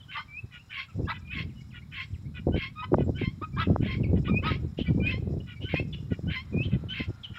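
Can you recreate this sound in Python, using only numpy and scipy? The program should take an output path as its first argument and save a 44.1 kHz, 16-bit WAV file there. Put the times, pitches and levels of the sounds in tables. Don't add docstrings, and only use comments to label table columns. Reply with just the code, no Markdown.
import sys
import numpy as np
from scipy import signal
from scipy.fft import rfft, irfft, next_fast_len
from scipy.io import wavfile
from scipy.ndimage import uniform_filter1d

SR = 44100
rng = np.random.default_rng(int(sys.argv[2]) if len(sys.argv) > 2 else 0)


def transcribe(signal):
    frames = np.atleast_2d(signal).T
    limited = np.clip(frames, -1, 1)
    pcm = np.round(limited * 32767).astype(np.int16)
    wavfile.write(sys.argv[1], SR, pcm)


N = 325458
TIME_S = np.arange(N) / SR
CUTOFF_HZ = 15750

# freq_hz, gain_db
FIELD_SPECTRUM = [(30, 0.5), (150, -3), (300, -15.5), (600, -16), (1200, -13), (2000, -19), (3000, -25.5),
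                  (4000, -17), (5200, -36.5), (6300, -32.5), (8500, -32), (12000, -31.5), (15500, -37)]
# time_s, gain_db
FIELD_GAIN = [(0, -62), (1, -63), (2, -64), (3, -64.5), (4, -63.5), (5, -61.5), (5.8, -65.5), (6.6, -56.5),
              (7.38, -58.5)]
# freq_hz, gain_db
INSECT_SPECTRUM = [(4300, -33), (4950, 1), (5300, 0), (5700, -4.5), (6400, -15.5), (6750, -8), (7000, -4.5),
                   (7300, -27.5), (7650, -2), (8100, -36.5), (10000, -48)]
# pitch_hz, level_db
WHINE_TONES = [(6998, -87.5), (7644, -90), (11994, -100)]
# start_s, length_s, pitch_hz, level_db
WHINE_PEAKS = [(.8, .2, 7644, -79), (1.94, .3, 7644, -78), (3.038, 0.033, 7540, -68)]

# freq_hz, gain_db
RUMBLE_SPECTRUM = [(20, -39), (35, -33), (55, -4.5), (80, 4.5), (140, 2.5), (210, -4.5), (300, -15.5),
                   (450, -35.5), (900, -57.5), (2000, -85.5)]
# freq_hz, gain_db
FLUTTER_SPECTRUM = [(120, -25.5), (250, 6.5), (350, 3.5), (520, -6.5), (750, -19), (1100, -31),
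                    (1800, -60.5), (4000, -97.5)]
# time_s, level_db
BREEZE_LEVEL = [(0, -50), (.85, -55.5), (1.12, -42), (1.6, -44), (2.0, -46), (2.45, -38.5), (2.78, -46.5),
                (3.03, -28.5), (3.42, -43.5), (3.75, -32.5), (4.5, -30), (4.75, -41.5), (5.02, -29.5),
                (5.33, -32), (5.52, -44.5), (5.87, -34.5), (6.42, -43), (6.76, -36.5), (7.38, -53)]
# start_s, length_s, rumble_db, flutter_re_rumble_db
WIND_GUSTS = [(0.429, .035, -37, -18), (.94, .16, -28.5, -8), (1.321, 0.21, -35, -15),
              (2.103, 0.074, -33, -29), (2.238, 0.07, -36, -25), (2.456, 0.075, -25, -2.5),
              (2.52, 0.076, -25.5, -3.5), (2.908, 0.063, -24, 1.5), (2.966, 0.073, -24.5, -4),
              (3.069, 0.042, -24, -2.5), (3.208, 0.04, -27, -3), (3.41, 0.039, -38.5, 0),
              (3.528, .12, -29, -19), (3.663, .09, -19, -9), (3.796, .09, -25.5, -8),
              (3.958, 0.13, -26, -9.5), (4.069, 0.16, -22, -10.5), (4.28, .11, -23, -11),
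              (4.477, 0.096, -28.5, -7.5), (4.601, 0.093, -30, -11), (4.785, 0.053, -28.5, -3),
              (4.878, 0.056, -19.5, -9), (4.923, 0.14, -25.5, -5), (5.228, 0.22, -32, -6.5),
              (5.598, 0.069, -30.5, -7), (5.721, 0.045, -28.5, -5.5), (5.792, 0.047, -31, -3),
              (6.1, 0.044, -26, -8.5), (6.224, 0.12, -28, -16), (6.505, 0.14, -25.5, -6.5),
              (6.649, 0.051, -27, -12), (6.717, 0.061, -21.5, -14), (6.823, 0.075, -37, -6),
              (6.994, 0.035, -31.5, 0), (7.072, 0.048, -27.5, -9), (7.299, 0.039, -37, -17)]
# centre_s, peak_db, centre_hz
EDDY_SLAPS = [(2.4704, -13, 256), (2.4759, -19, 350), (2.4884, -16.5, 342), (2.545, -20.5, 334),
              (2.921, -18.5, 263), (2.9426, -10.5, 626), (2.946, -11.5, 480), (2.985, -13.5, 358),
              (3.094, -18, 310), (3.278, -16.5, 125), (3.674, -17, 230), (3.702, -14, 283),
              (3.762, -14.5, 594), (3.807, -14, 157), (4.133, -19.5, 308), (4.298, -16, 200),
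              (4.79, -18.5, 280), (5.742, -14.5, 345), (5.8, -20.5, 290), (6.193, -29, 288)]

# start_s, length_s, first_hz, last_hz, relative_db, roughness
SHORT_NOTES = [(0.0, 0.022, 3200, 2990, -50, 0.12), (0.016, 0.041, 3740, 3050, -57, 0.2),
               (0.583, 0.043, 2400, 2890, -53.5, 0), (.88, .04, 1420, 1270, -54.5, .3),
               (0.885, .047, 2760, 2480, -60, .6), (1.049, .02, 2530, 2820, -57, .1),
               (1.068, .036, 1690, 1610, -38, 0.02), (1.215, .02, 2340, 2400, -59, 0.1),
               (1.27, .03, 3600, 2040, -57, 0.3), (1.485, .04, 3400, 2050, -62, .2),
               (1.55, .08, 2990, 2890, -59, 0.18), (1.606, 0.018, 2110, 2290, -52.5, 0.15),
               (1.702, 0.039, 3450, 1950, -58, 0), (1.814, 0.028, 1960, 2320, -54.5, 0.1),
               (2.135, 0.039, 3800, 1780, -58, 0.3), (2.25, .03, 2020, 2310, -59, .05),
               (3.523, 0.078, 2320, 2400, -54, 0), (3.56, 0.04, 1650, 1593, -39.5, 0),
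               (3.936, 0.018, 2724, 1960, -38, 0.33), (4.032, 0.02, 2995, 2210, -41.5, 0.2),
               (4.042, 0.028, 2237, 2244, -43.5, 0), (4.771, .066, 2870, 3140, -41, 0.77),
               (4.86, 0.033, 2360, 2300, -40, 0.13), (5.4, .017, 2780, 2940, -49.5, 0.26),
               (5.554, 0.045, 2260, 2310, -51.5, 0.2), (5.604, 0.073, 2870, 2980, -42.5, 0.42),
               (5.925, .021, 3520, 3400, -39.5, 0), (5.927, 0.035, 3074, 2724, -41, 0.53),
               (6.623, 0.054, 2985, 3113, -39, 0.43), (6.884, 0.063, 3010, 3064, -35, 0.3),
               (7.231, 0.038, 3480, 2876, -36, 0.36)]
# start_s, length_s, lowest_hz, last_hz, level_db, loudest_at_frac
WHISTLE_NOTES = [(0.278, 0.13, 2318, 2714, -37, 0.82), (1.248, .095, 2407, 2660, -37, 0.93),
                 (4.298, 0.11, 2380, 2680, -29.5, 0.67), (4.999, .12, 2387, 2760, -27.5, 0.65),
                 (5.697, 0.12, 2385, 2770, -32, 0.68), (6.524, 0.12, 2430, 2766, -33.5, 0.71)]
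# freq_hz, gain_db
BARK_RESONANCES = [(350, -50), (700, -14.5), (950, 2.5), (1300, 7.5), (1650, -3.5), (2000, -2),
                   (2550, -3.5), (3100, -7.5), (3800, -9), (4400, -25), (5000, -23), (6500, -55.5),
                   (9500, -58), (13000, -44.5), (15500, -62)]
# start_s, length_s, level_db, top_hz, arch_frac, roughness, overtones_db
BARK_NOTES = [(0.14, 0.079, -32.5, 1207, 0.049, 0.9, -19), (1.074, 0.06, -29, 1322, 0.11, 0.9, -4.5),
              (2.75, 0.09, -39, 1254, 0.016, 0.08, 3.5), (2.82, 0.036, -33, 1015, 0.036, 0.18, -1.5),
              (3.412, 0.042, -33, 1263, 0.081, 0.29, -4), (3.562, .085, -28.5, 1336, 0.16, 0.78, -1.5),
              (4.273, 0.036, -34, 1240, 0.089, 0.14, -2), (4.421, 0.092, -30, 1287, 0.12, 0.78, -1)]

# freq_hz, gain_db
HEN_RESONANCES = [(500, -54), (850, -24), (1060, -9), (1300, -3), (1550, -9.5), (1750, -3.5), (2120, 3),
                  (2600, 1), (3100, -2.5), (3550, -10.5), (4200, -13.5), (5200, -20), (6500, -43.5),
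                  (9500, -61), (12500, -39.5), (15500, -46)]
# start_s, length_s, relative_db
RASP_NOTES = [(0.504, 0.089, -35.5), (1.117, 0.067, -34), (1.72, 0.081, -35.5), (2.338, 0.066, -33),
              (2.968, 0.071, -39), (3.62, 0.053, -34.5), (4.148, 0.048, -42.5), (4.241, 0.053, -29.5),
              (4.836, .072, -36), (5.458, 0.093, -35.5), (6.098, 0.06, -35.5), (6.7, 0.065, -36),
              (7.328, 0.091, -32)]
# start_s, length_s, relative_db, closing_hz, harsh_at_frac, closing_roughness
SQUAWK_NOTES = [(.078, 0.17, -36.5, 1026, 0.21, 0.3), (0.689, 0.18, -34.5, 1069, 0.096, 0.9),
                (1.297, .16, -35, 1060, .09, 0.99), (1.91, .16, -35, 1060, 0.04, 1.1),
                (2.515, .2, -35, 1059, 0.22, 0.58), (3.143, .18, -37, 1040, 0.21, 0.23),
                (3.804, .19, -37, 1049, 0.077, .65), (4.417, .17, -35.5, 1075, 0.2, 0.83),
                (5.016, 0.18, -35.5, 1026, 0.24, 0.3), (5.641, .2, -35, 1048, 0.24, 0.65),
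                (6.268, .17, -33, 1037, 0.19, 0.3), (6.887, .19, -34.5, 1028, 0.24, 0.83)]
# progress_frac, gain_db, treble_db
SQUAWK_EFFORT = [(0, -30, -11), (0.121, -9.5, -21.5), (.3, -6, 5.5), (0.619, 0, -5), (.8, -8.5, 3),
                 (0.999, -31.5, 18)]
# freq_hz, gain_db
SIZZLE_SPECTRUM = [(5000, -32), (5800, 5.5), (6800, -23), (10500, -17.5), (12200, 2.5), (13500, -8),
                   (15500, -10)]


def from_db(db):
    return 10 ** (np.asarray(db) / 20)


def rms_one(x):
    return x / np.sqrt(np.mean(x ** 2) + 1e-20)


def at_hz(spectrum, hz):
    known_hz, gain_db = np.transpose(spectrum)
    return from_db(np.interp(np.log(np.maximum(hz, 1)), np.log(known_hz), gain_db))


def coloured(spectrum, size):
    padded = next_fast_len(size)
    gains = at_hz(spectrum, np.fft.rfftfreq(padded, 1 / SR))
    return rms_one(irfft(rfft(rng.standard_normal(padded)) * gains, padded)[:size])


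def drift(rate_hz, size):
    pole = np.exp(-2 * np.pi * rate_hz / SR)
    noise = rng.standard_normal(size + SR // 8)
    return rms_one(signal.lfilter([1], [1, -2 * pole, pole * pole], noise)[-size:])


def evened(x, window_s):
    return x / np.sqrt(np.abs(uniform_filter1d(x * x, max(int(window_s * SR), 2))) + 1e-12)


def add(out, start_s, sound):
    at = int(np.clip(start_s * SR, 0, N - 1))
    out[at:at + len(sound)] += (sound * signal.windows.tukey(len(sound), .1))[:N - at]


def switch(x, at, width):
    return .5 + .5 * np.tanh((x - at) / width)


def swell(progress, skew, power):
    return np.maximum(np.sin(np.pi * progress ** skew), 0) ** power


def shelf(x, above_hz, gain_db):
    highs = signal.sosfiltfilt(signal.butter(3, above_hz, "high", fs=SR, output="sos"), x)
    return x + (from_db(gain_db) - 1) * highs


def muffle(x, top_hz):
    return signal.sosfilt(signal.butter(8, top_hz, fs=SR, output="sos"), x)


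def field_noise(treble_hz=3500, treble_gain_db=-63.5):
    gain_db = np.interp(TIME_S, *np.transpose(FIELD_GAIN))
    return from_db(gain_db) * shelf(coloured(FIELD_SPECTRUM, N), treble_hz, treble_gain_db - gain_db)


def insects():
    return from_db(-75.5 + 3.6 * drift(22, N)) * coloured(INSECT_SPECTRUM, N)


def whine():
    out = np.zeros(N)
    for pitch_hz, level_db in WHINE_TONES:
        gain = from_db(level_db + 2.5 * drift(8.9, N))
        out += gain * np.sin(2 * np.pi * np.cumsum(pitch_hz + 3 * drift(23, N)) / SR)
    for start_s, length_s, pitch_hz, level_db in WHINE_PEAKS:
        t = TIME_S[:int(length_s * SR)]
        envelope = from_db(level_db) * np.sin(np.pi * t / length_s)
        add(out, start_s, envelope * np.sin(2 * np.pi * pitch_hz * t))
    return np.sqrt(2) * out


def wind(stiff_breeze_db=-32, stiff_flutter_db=-45.5, flutter_db_per_db=2.14):
    breeze_db = np.interp(TIME_S, *np.transpose(BREEZE_LEVEL))
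    rumble_power = from_db(breeze_db) ** 2
    flutter_power = from_db(stiff_flutter_db + flutter_db_per_db * (breeze_db - stiff_breeze_db)) ** 2
    for start_s, length_s, rumble_db, flutter_re_rumble_db in WIND_GUSTS:
        push = swell(np.linspace(0, 1, int(length_s * SR)), skew=.89, power=.73)
        flutter_gain = from_db(rumble_db + flutter_re_rumble_db) * push ** flutter_db_per_db
        add(rumble_power, start_s, (from_db(rumble_db) * push) ** 2)
        add(flutter_power, start_s, flutter_gain ** 2)
    strength = switch(10 * np.log10(rumble_power), at=-28.5, width=3.3)
    rumble = shelf(coloured(RUMBLE_SPECTRUM, N), 130, 6.9 * strength - 3.5)
    rumble = evened(rumble * from_db(4.7 * drift(30, N)), .039)
    flutter = evened(coloured(FLUTTER_SPECTRUM, N) * from_db(6.9 * drift(55, N)), .045)
    return np.sqrt(rumble_power) * rumble + np.sqrt(flutter_power) * flutter


def eddies():
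    out = np.zeros(N)
    t = TIME_S[:SR // 50] - .01
    for centre_s, peak_db, centre_hz in EDDY_SLAPS:
        phase = 2 * np.pi * centre_hz * t
        add(out, centre_s + t[0], -from_db(peak_db) * phase * np.exp((1 - phase ** 2) / 2))
    return out


def yard(x, near_db, near_t60_s, far_db, far_t60_s=.5):
    t = TIME_S[:SR]
    near = rms_one(rng.standard_normal(SR) * from_db(-60 * t / near_t60_s) * (t > .003))
    far = rng.standard_normal(SR) * from_db(-60 * t / far_t60_s) * switch(t, .04, .015)
    far = signal.sosfilt(signal.butter(2, 4200, fs=SR, output="sos"), rms_one(far))
    response = (from_db(near_db) * near + from_db(far_db) * far) / np.sqrt(SR)
    return x + signal.fftconvolve(x, response)[:N]


def pure_note(pitch_hz, jitter, second_db, third_db):
    phase = 2 * np.pi * np.cumsum(pitch_hz * (1 + jitter * drift(230, len(pitch_hz)))) / SR
    overtones = from_db(second_db) * np.sin(2 * phase) + from_db(third_db) * np.sin(3 * phase)
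    return np.sqrt(2) * (np.sin(phase) + overtones)


def far_call(start_s=6.68, length_s=.68, pitch_hz=1378, level_db=-65):
    out = np.zeros(N)
    u = np.linspace(0, 1, int(length_s * SR))
    note = pure_note(pitch_hz * (1 + .0378 * (u - .5)), jitter=.022, second_db=-22, third_db=-39)
    add(out, start_s, from_db(level_db) * swell(u, skew=1.2, power=.23) * note)
    return out


def short_notes(gain_db=-2.5):
    out = np.zeros(N)
    for start_s, length_s, first_hz, last_hz, relative_db, roughness in SHORT_NOTES:
        u = np.linspace(0, 1, int(length_s * SR))
        pitch_hz = last_hz + (first_hz - last_hz) * (1 - u) ** 1.6
        note = pure_note(pitch_hz, jitter=.055 * roughness, second_db=-18.5, third_db=-51)
        scratch = 1 + 1.05 * roughness * drift(500, len(u))
        envelope = from_db(gain_db + relative_db) * swell(u, skew=.94, power=.97)
        add(out, start_s, envelope * note * scratch)
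    return muffle(out, 4900)


def whistles(turn_frac=.22, onset_db=-19, end_db=-22):
    out = np.zeros(N)
    for start_s, length_s, lowest_hz, last_hz, level_db, loudest_at in WHISTLE_NOTES:
        u = np.linspace(0, 1, int(length_s * SR))
        pitch_hz = lowest_hz + (last_hz - lowest_hz) * ((u - turn_frac) / (1 - turn_frac)) ** 2
        rise_db = onset_db * (1 - (u / loudest_at) ** 1.36)
        fall_db = end_db * ((u - loudest_at) / (1 - loudest_at)) ** 2
        effort_db = np.where(u < loudest_at, rise_db, fall_db) + 1.2 * drift(60, len(u))
        note = pure_note(pitch_hz, jitter=.003, second_db=-36.5, third_db=-44)
        add(out, start_s, from_db(level_db + effort_db) * note)
    return out


def membrane(pitch_hz, jitter, throat, count):
    phase = 2 * np.pi * np.cumsum(pitch_hz * (1 + jitter * drift(260, len(pitch_hz)))) / SR
    k = np.arange(1, count + 1)[:, None]
    gains = at_hz(throat, k * pitch_hz) * (k * pitch_hz < CUTOFF_HZ)
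    return gains * np.sin(k * phase + rng.uniform(0, 2 * np.pi, (count, 1)))


def barks():
    out = np.zeros(N)
    k = np.arange(1, 45)[:, None]
    for start_s, length_s, level_db, top_hz, arch, roughness, overtones_db in BARK_NOTES:
        u = np.linspace(0, 1, int(length_s * SR))
        rough = roughness * (.45 + .85 * switch(u, .4, .15))
        pitch_hz = top_hz * (1 - arch * ((u - .65) / .45) ** 2)
        partials = membrane(pitch_hz / 4, .003 + .008 * rough, BARK_RESONANCES, count=len(k))
        partials *= np.where(k % 4 == 0, 1, np.where(k % 2 == 0, rough, rough * .7))
        wander_db = 3.5 + 3.4 * rough
        tone = rms_one(sum(partial * from_db(wander_db * drift(59, len(u))) for partial in partials))
        breath = from_db(-13) * rough * coloured(BARK_RESONANCES, len(u))
        voice = shelf(evened(tone + breath, .0069), 1820, overtones_db + 9 * (u - .55))
        voice = shelf(voice, 3200, 8 * (rough - .6))
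        add(out, start_s, from_db(level_db) * swell(u, skew=1.135, power=1.05) * voice)
    return out


def harsh_voice(pitch_hz, jitter, breath_db):
    size = len(pitch_hz)
    partials = membrane(pitch_hz, jitter, HEN_RESONANCES, count=28)[2:]
    tone = rms_one(sum(partial * from_db(5.6 * drift(130, size)) for partial in partials))
    breath_band = signal.butter(4, [1500, 4300], "band", fs=SR, output="sos")
    turbulence = signal.sosfilt(breath_band, coloured(HEN_RESONANCES, size))
    rattle = from_db(1.8 * drift(180, size))
    return evened(tone + from_db(breath_db) * rms_one(turbulence * rattle), .012)


def rasps(base_hz=507, spread_frac=.035, sag_frac=.06, gain_db=-11.5):
    out = np.zeros(N)
    for start_s, length_s, relative_db in RASP_NOTES:
        u = np.linspace(0, 1, int(length_s * SR))
        pitch_hz = base_hz * (1 + spread_frac * rng.standard_normal() - sag_frac * u)
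        voice = harsh_voice(pitch_hz, jitter=.017, breath_db=-11.5)
        hollowed = shelf(shelf(voice, 1300, -17.5), 2900, 11)
        envelope = from_db(gain_db + relative_db) * swell(u, skew=1.3, power=1)
        add(out, start_s, envelope * rms_one(muffle(hollowed, 3400)))
    return out


def open_beak(voice, progress, edges_hz=(3630, 4190, 8700)):
    half, wide = switch(progress, .24, .027), switch(progress, .512, .03)
    shares = (1 - half) * (1 - wide), half * (1 - wide), wide
    return sum(np.sqrt(share) * muffle(voice, top_hz) for share, top_hz in zip(shares, edges_hz))


def squawks(opening_hz=1542, opening_harshness=.12, harsh_frac=.36, gain_db=.5):
    out = np.zeros(N)
    progress, effort_db, treble_db = np.transpose(SQUAWK_EFFORT)
    for start_s, length_s, relative_db, closing_hz, harsh_at, roughness in SQUAWK_NOTES:
        u = np.linspace(0, 1, int(length_s * SR))
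        roughness = min(roughness, 1)
        high_hz = opening_hz * (1 - .0748 * np.exp(-u / .098) + .035 * u)
        low_hz = closing_hz * (1 + .6 * (u - .62) ** 2)
        high = membrane(high_hz, .009, HEN_RESONANCES, count=2).sum(0)
        high = rms_one(shelf(high, 2200, -2.5))
        low = rms_one(membrane(low_hz, .0089 + .019 * roughness, HEN_RESONANCES, count=14).sum(0))
        harsh = harsh_voice(low_hz / 2, jitter=.0326, breath_db=-2)
        broken, cleared = switch(u, harsh_at, .021), switch(u, harsh_at + harsh_frac, .031)
        voice = (1 - .62 * broken) * (1 - cleared) * high
        voice += broken * (.23 + cleared * (1 - .5 * roughness)) * low
        voice += np.maximum(broken, opening_harshness) * (1 - cleared * (1 - roughness)) * harsh
        shelf_db = np.interp(u, progress, treble_db) + 1.8 * drift(61, len(u))
        voice = evened(shelf(open_beak(voice, u), 4700, shelf_db), .019)
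        sizzle = from_db(-40) * coloured(SIZZLE_SPECTRUM, len(u))
        envelope = from_db(gain_db + relative_db + np.interp(u, progress, effort_db))
        add(out, start_s, envelope * (voice + sizzle))
    return out


def scene():
    calls = squawks() + rasps() + barks() + whistles() + far_call()
    flock = yard(calls, near_db=-11, near_t60_s=.11, far_db=-27)
    flock += yard(short_notes(), near_db=-9, near_t60_s=.33, far_db=-30)
    return (flock + wind() + eddies() + whine() + insects() + field_noise())[None]


def record(dry):
    heard = signal.sosfilt(signal.butter(2, 32, "high", fs=SR, output="sos"), dry)
    rounded = heard / (1 + (heard / .42) ** 4) ** (1 / 4)
    return signal.sosfilt(signal.ellip(10, .2, 80, CUTOFF_HZ, fs=SR, output="sos"), rounded)


dry = scene()
out = record(dry)
transcribe(out)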